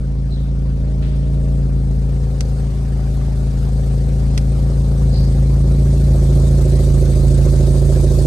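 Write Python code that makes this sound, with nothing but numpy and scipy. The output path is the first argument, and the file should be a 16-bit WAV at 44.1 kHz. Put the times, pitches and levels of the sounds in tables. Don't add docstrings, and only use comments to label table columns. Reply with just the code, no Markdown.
import sys
import numpy as np
from scipy import signal
from scipy.fft import rfft, irfft
from scipy.io import wavfile
from scipy.ndimage import uniform_filter1d

SR = 44100
rng = np.random.default_rng(int(sys.argv[2]) if len(sys.argv) > 2 else 0)


def dump_mix(stems):
    frames = np.atleast_2d(stems).T
    limited = np.clip(frames, -1, 1)
    pcm = np.round(limited * 32767).astype(np.int16)
    wavfile.write(sys.argv[1], SR, pcm)


N = 364266
TIME = np.arange(N) / SR

# (time [s], shaft speed [Hz])
SHAFT_SPEED = [(0.0, 27.51), (1.49, 28.22), (1.72, 27.65), (2.69, 27.8), (3.38, 27.34), (5.06, 27.92),
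               (5.15, 27.31), (5.96, 27.91), (6.21, 27.53), (6.58, 27.8), (7.01, 27.35), (8.26, 27.66)]
# (time [s], place [0 over the bumper, 1 beside the wheel, 2 and up at the pipe])
MIC_PLACE = [(0, 0.14), (1.8, 0.046), (2.4, 0.92), (4.5, 1.057), (5.7, 1.7), (6.6, 1.93), (8.26, 2.14)]
# (time [s], distance [m])
MIC_DISTANCE = [(0, 2.4), (1.5, 1.25), (2.7, 1.55), (4.6, 1.06), (5.5, .92), (6.3, 0.51), (8.26, 0.35)]
# (time [s], level [dB])
BOOM_LEVEL = [(0.1, -17), (1.59, -14), (2.67, -16.5), (4.56, -13.5), (5.2, -11.5), (6.1, -10.5), (8.2, -11)]
# (time [s], left minus right [dB])
BOOM_BALANCE = [(0, .2), (1.2, .2), (2.2, 1.8), (4.2, 2), (6.1, -.2), (7, -3.5), (8.26, -4.6)]
# (order [x shaft speed], level [dB])
PULSE_AT_BUMPER = [(1, -28.5), (2, 4), (3, -9.5), (4, -12), (5, -1), (6, -18), (7, -11.5), (8, -23),
                   (9, -17), (10, -17.5), (11, -32.5), (12, -35.5), (13, -33), (14, -32.5), (15, -39),
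                   (16, -34), (17, -39.5), (18, -36), (19, -37), (20, -47), (21, -51.5), (22, -35),
                   (23, -64), (24, -53), (25, -73), (26, -68), (27, -66), (28, -66)]
PULSE_AT_WHEEL = [(1, -24), (2, 1), (3, -12), (4, -11.5), (5, -3.5), (6, -23), (7, -15), (8, -23.5),
                  (9, -19.5), (10, -26), (11, -25.5), (12, -30), (13, -27.5), (14, -22), (15, -27.5),
                  (16, -29), (17, -32), (18, -25), (19, -33.5), (20, -31), (21, -42), (22, -30), (23, -48),
                  (24, -37), (25, -52.5), (26, -46), (27, -36.5), (28, -34.5)]
PULSE_AT_PIPE = [(1, -13), (2, 2.5), (3, -5), (4, -10), (5, -0.5), (6, -16), (7, -15.5), (8, -29.5),
                 (9, -17.5), (10, -24), (11, -32), (12, -23), (13, -19), (14, -21.5), (15, -34.5),
                 (16, -31.5), (17, -30), (18, -30), (19, -26.5), (20, -29.5), (21, -38.5), (22, -27),
                 (23, -38.5), (24, -39.5), (25, -55), (26, -44), (27, -44.5), (28, -53)]
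# (frequency [Hz], width [Hz], level [dB])
PIPE_MODES_AWAY = [(383, 85, -0.5), (524, 73, -3), (611, 29, -9.5), (763, 135, -6.5)]
PIPE_MODES_CLOSE = [(310, 51, 6), (400, 66, 4), (504, 36, 6.5), (630, 65, -8)]
# (frequency [Hz], level [dB])
RUMBLE_SPECTRUM = [(10, -4), (27, 4), (42, 1), (75, -2), (140, 2), (250, -8), (450, -28), (1500, -70)]
HISS_SPECTRUM = [(1000, -4.5), (2800, -21), (3600, 1), (4500, 3.5), (5600, 0.5), (7000, 4.5), (8200, 2),
                 (10000, -3), (11500, 0), (13000, -3.5)]
BAY_SPECTRUM = [(150, -12), (350, 3), (700, 4), (950, -0.5), (1400, -4), (2000, -8), (3000, -11.5),
                (5000, -10.5), (12000, -29.5)]
TICK_SPECTRUM = [(500, -14), (1200, -5), (2000, 0), (3200, -5), (5400, 1), (7500, -8), (10000, -10),
                 (13000, -20)]
# (time [s], rise [s], decay [s], start pitch [Hz], glide [Hz/s], width [Hz], level [dB])
SHOE_SWISHES = [(0.296, 0.027, 0.088, 4160, -3200, 450, -45), (.365, .02, .04, 3230, -1000, 300, -52),
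                (1.02, 0.0057, 0.12, 2175, 0, 3600, -41.5), (5.089, 0.073, 0.1, 4390, 1522, 900, -38.5)]
# (time [s], relative level [dB], ring [Hz])
CONTACTS = [(2.4070, -13, 4270), (4.3770, -11, 2376), (7.283, -31, 5500)]
# (frequency [Hz], width [Hz], share added [ratio])
MIC_PORT = [(7620, 760, -1.25), (8130, 510, 1.39)]

HUNT_HZ, HUNT_PER_S = 0.061, 5
# (level at 1 m [dB], loss per doubled distance [dB], loss behind the car [dB])
BURBLE_REACH, BAY_REACH, HISS_REACH = (-35.5, 6.4, 0.3), (-42, 2.07, 3.7), (-47, 6.1, 5.2)
RIGHT_LAG_S = .0005
BOOM_FLUTTER_DB, BURBLE_FLUTTER_DB = 0.63, 1.16
RUMBLE_DB, TURBULENCE_AWAY_DB, TURBULENCE_CLOSE_DB = -16.5, -4.5, -10
LOPE_AWAY_DB, LOPE_CLOSE_DB = .4, 3.8
TREBLE_CUT_HZ = 12000


def undb(db):
    return 10 ** (np.asarray(db) / 20)


def unit(x):
    return x / np.sqrt(np.mean(x ** 2))


def curve(table):
    return np.interp(TIME, *np.transpose(table))


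def wander(rate_hz):
    return unit(signal.resample(rng.standard_normal(int(rate_hz * N / SR)), N))


def band(x, hz, width):
    return signal.lfilter(*signal.iirpeak(hz, hz / width, fs=SR), x)


def minimum_phase(db):
    cepstrum = irfft(np.log(undb(db)))
    half = len(cepstrum) // 2
    cepstrum[1:half] *= 2
    cepstrum[half + 1:] = 0
    return np.exp(rfft(cepstrum))


def colour(x, spectrum, size=1024):
    hz, db = np.transpose(spectrum)
    grid_hz = np.maximum(np.arange(size // 2 + 1) * SR / size, 1)
    impulse = irfft(minimum_phase(np.interp(np.log(grid_hz), np.log(hz), db)))
    return signal.fftconvolve(x, impulse[None], axes=1)[:, :N]


def spread(mid, side):
    return np.array([mid + side, mid - side])


def stereo_noise(side_db):
    mid, side = rng.standard_normal((2, N))
    return unit(spread(mid, undb(side_db) * side))


def swell(turns, peak_at, depth_db):
    return undb(depth_db * np.cos(2 * np.pi * (turns - peak_at)))


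def band_flicker(x, depth_db, size=512):
    bins = signal.stft(x, nperseg=size)[2]
    chance = uniform_filter1d(rng.standard_normal(bins.shape[1:]), size=4, axis=0)
    chance = unit(uniform_filter1d(chance, size=6, axis=1))
    return signal.istft(bins * undb(depth_db * chance), nperseg=size)[1][:, :N]


def reach(layer, place):
    level_db, doubling_db, shade_db = layer
    hidden = np.clip(1 - place, 0, 1)
    return undb(level_db - doubling_db * np.log2(curve(MIC_DISTANCE)) - shade_db * hidden)


def exhaust_note(turns, place, reflection, echo_turns, orders):
    note = np.zeros(N)
    for spot, table in enumerate((PULSE_AT_BUMPER, PULSE_AT_WHEEL, PULSE_AT_PIPE)):
        order, db = np.transpose([(0, -46)] + list(table))
        echo = np.exp(-2j * np.pi * order * echo_turns)
        response = minimum_phase(db) * (reflection + echo) / (1 + reflection * echo)
        in_span = (order >= orders[0]) & (order <= orders[1])
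        cycle = unit(irfft(response * in_span, 1024))
        nearness = np.maximum(1 - abs(place - spot), 0)
        note += nearness * np.interp(turns, np.arange(len(cycle)) / len(cycle), cycle, period=1)
    return note / np.sqrt(uniform_filter1d(note ** 2, SR // 2))


def muffler_boom(turns, place):
    uneven_turns = turns - .22 + .004 * wander(28)
    note = exhaust_note(uneven_turns, place, reflection=0.796, echo_turns=0.259, orders=(2, 10))
    throb = note * undb(BOOM_FLUTTER_DB * wander(40))
    lag_s = RIGHT_LAG_S * (1 - place / 2)
    channels = np.array([throb, np.interp(TIME - lag_s, TIME, throb)])
    rumble = undb(RUMBLE_DB) * unit(colour(stereo_noise(side_db=-8), RUMBLE_SPECTRUM, size=4096))
    pan_db = curve(BOOM_BALANCE)
    return (channels + rumble) * undb(curve(BOOM_LEVEL) + np.array([pan_db, -pan_db]) / 2)


def pipe_ring(puff, modes):
    ring = sum(undb(db) * band(puff, hz, width) for hz, width, db in modes)
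    return unit(signal.sosfilt(signal.butter(5, [285, 740], "band", fs=SR, output="sos"), ring))


def pipe_burble(turns, place):
    close = np.clip(place - 1, 0, 1)
    away = 1 - close
    uneven_turns = turns - .24 + .003 * wander(56)
    note = exhaust_note(uneven_turns, place, reflection=0.69, echo_turns=.31, orders=(11, 28))
    path_turns = .1 + .012 * wander(2)
    bounce = exhaust_note(uneven_turns - path_turns, place, reflection=.5, echo_turns=.2, orders=(16, 28))
    puffs = rng.standard_normal((2, N)) * swell(turns, peak_at=0.19, depth_db=2.0)
    direct, scattered = (np.sqrt(away) * pipe_ring(puff, PIPE_MODES_AWAY)
                         + np.sqrt(close) * pipe_ring(puff, PIPE_MODES_CLOSE) for puff in puffs)
    turbulence = undb(TURBULENCE_AWAY_DB * away + TURBULENCE_CLOSE_DB * close) * direct
    lope = swell(turns / 2, peak_at=0.33, depth_db=LOPE_AWAY_DB * away + LOPE_CLOSE_DB * close)
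    mid = note * undb(BURBLE_FLUTTER_DB * wander(56)) + undb(-10) * away * bounce + turbulence
    side = undb(-6.5 - 9.6 * close) * (bounce + undb(-11.5) * scattered)
    return lope * spread(mid, side)


def engine_bay(turns):
    surge = swell(turns, peak_at=.35, depth_db=.9) * undb(.6 * wander(40))
    whir = colour(stereo_noise(side_db=-2) * surge, BAY_SPECTRUM)
    return unit(band_flicker(whir, depth_db=2.5))


def gas_hiss(turns):
    surge = swell(turns, peak_at=0.41, depth_db=0.93) * undb(1.2 * wander(110))
    hiss = colour(stereo_noise(side_db=-2.5) * surge, HISS_SPECTRUM)
    return unit(band_flicker(hiss, depth_db=2.5))


def shoe_swishes():
    out = np.zeros((2, N))
    for start, rise, decay, hz, glide, width_hz, db in SHOE_SWISHES:
        age = TIME - start
        envelope = np.clip(age / rise, 0, 1) * np.exp(-np.maximum(age - rise, 0) / decay)
        rub = signal.sosfilt(signal.butter(2, width_hz / 2, fs=SR, output="sos"), stereo_noise(side_db=2))
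        carrier = np.cos(2 * np.pi * (hz + glide * age / 2) * age)
        out += undb(db) * envelope * unit(rub * carrier)
    return out


def ticks():
    out = np.zeros((2, N))
    for start, db, ring_hz in CONTACTS:
        age = np.maximum(TIME - start, 0)
        tail = undb(-18) * np.exp(-age / .012)
        crack = (TIME >= start) * (np.exp(-age / 0.0032) + tail) * stereo_noise(side_db=1.5)
        ring = undb(-2) * band(crack[::-1], ring_hz, width=250)
        out += undb(db - 1.5) * (colour(crack, TICK_SPECTRUM) + ring)
    return out


def scene():
    speed_hz = curve(SHAFT_SPEED) + HUNT_HZ * wander(HUNT_PER_S)
    turns = np.cumsum(speed_hz) / SR
    place = np.clip(curve(MIC_PLACE), 0, 2)
    boom = muffler_boom(turns, place)
    burble = reach(BURBLE_REACH, place) * pipe_burble(turns, place)
    whir = reach(BAY_REACH, place) * engine_bay(turns)
    hiss = reach(HISS_REACH, place) * gas_hiss(turns)
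    return boom + burble + whir + hiss + ticks() + shoe_swishes()


def record(dry):
    for hz, width, share in MIC_PORT:
        dry = dry + share * band(dry, hz, width)
    return signal.sosfilt(signal.ellip(10, .2, 80, TREBLE_CUT_HZ, fs=SR, output="sos"), dry)


dry = scene()
out = record(dry)
dump_mix(out)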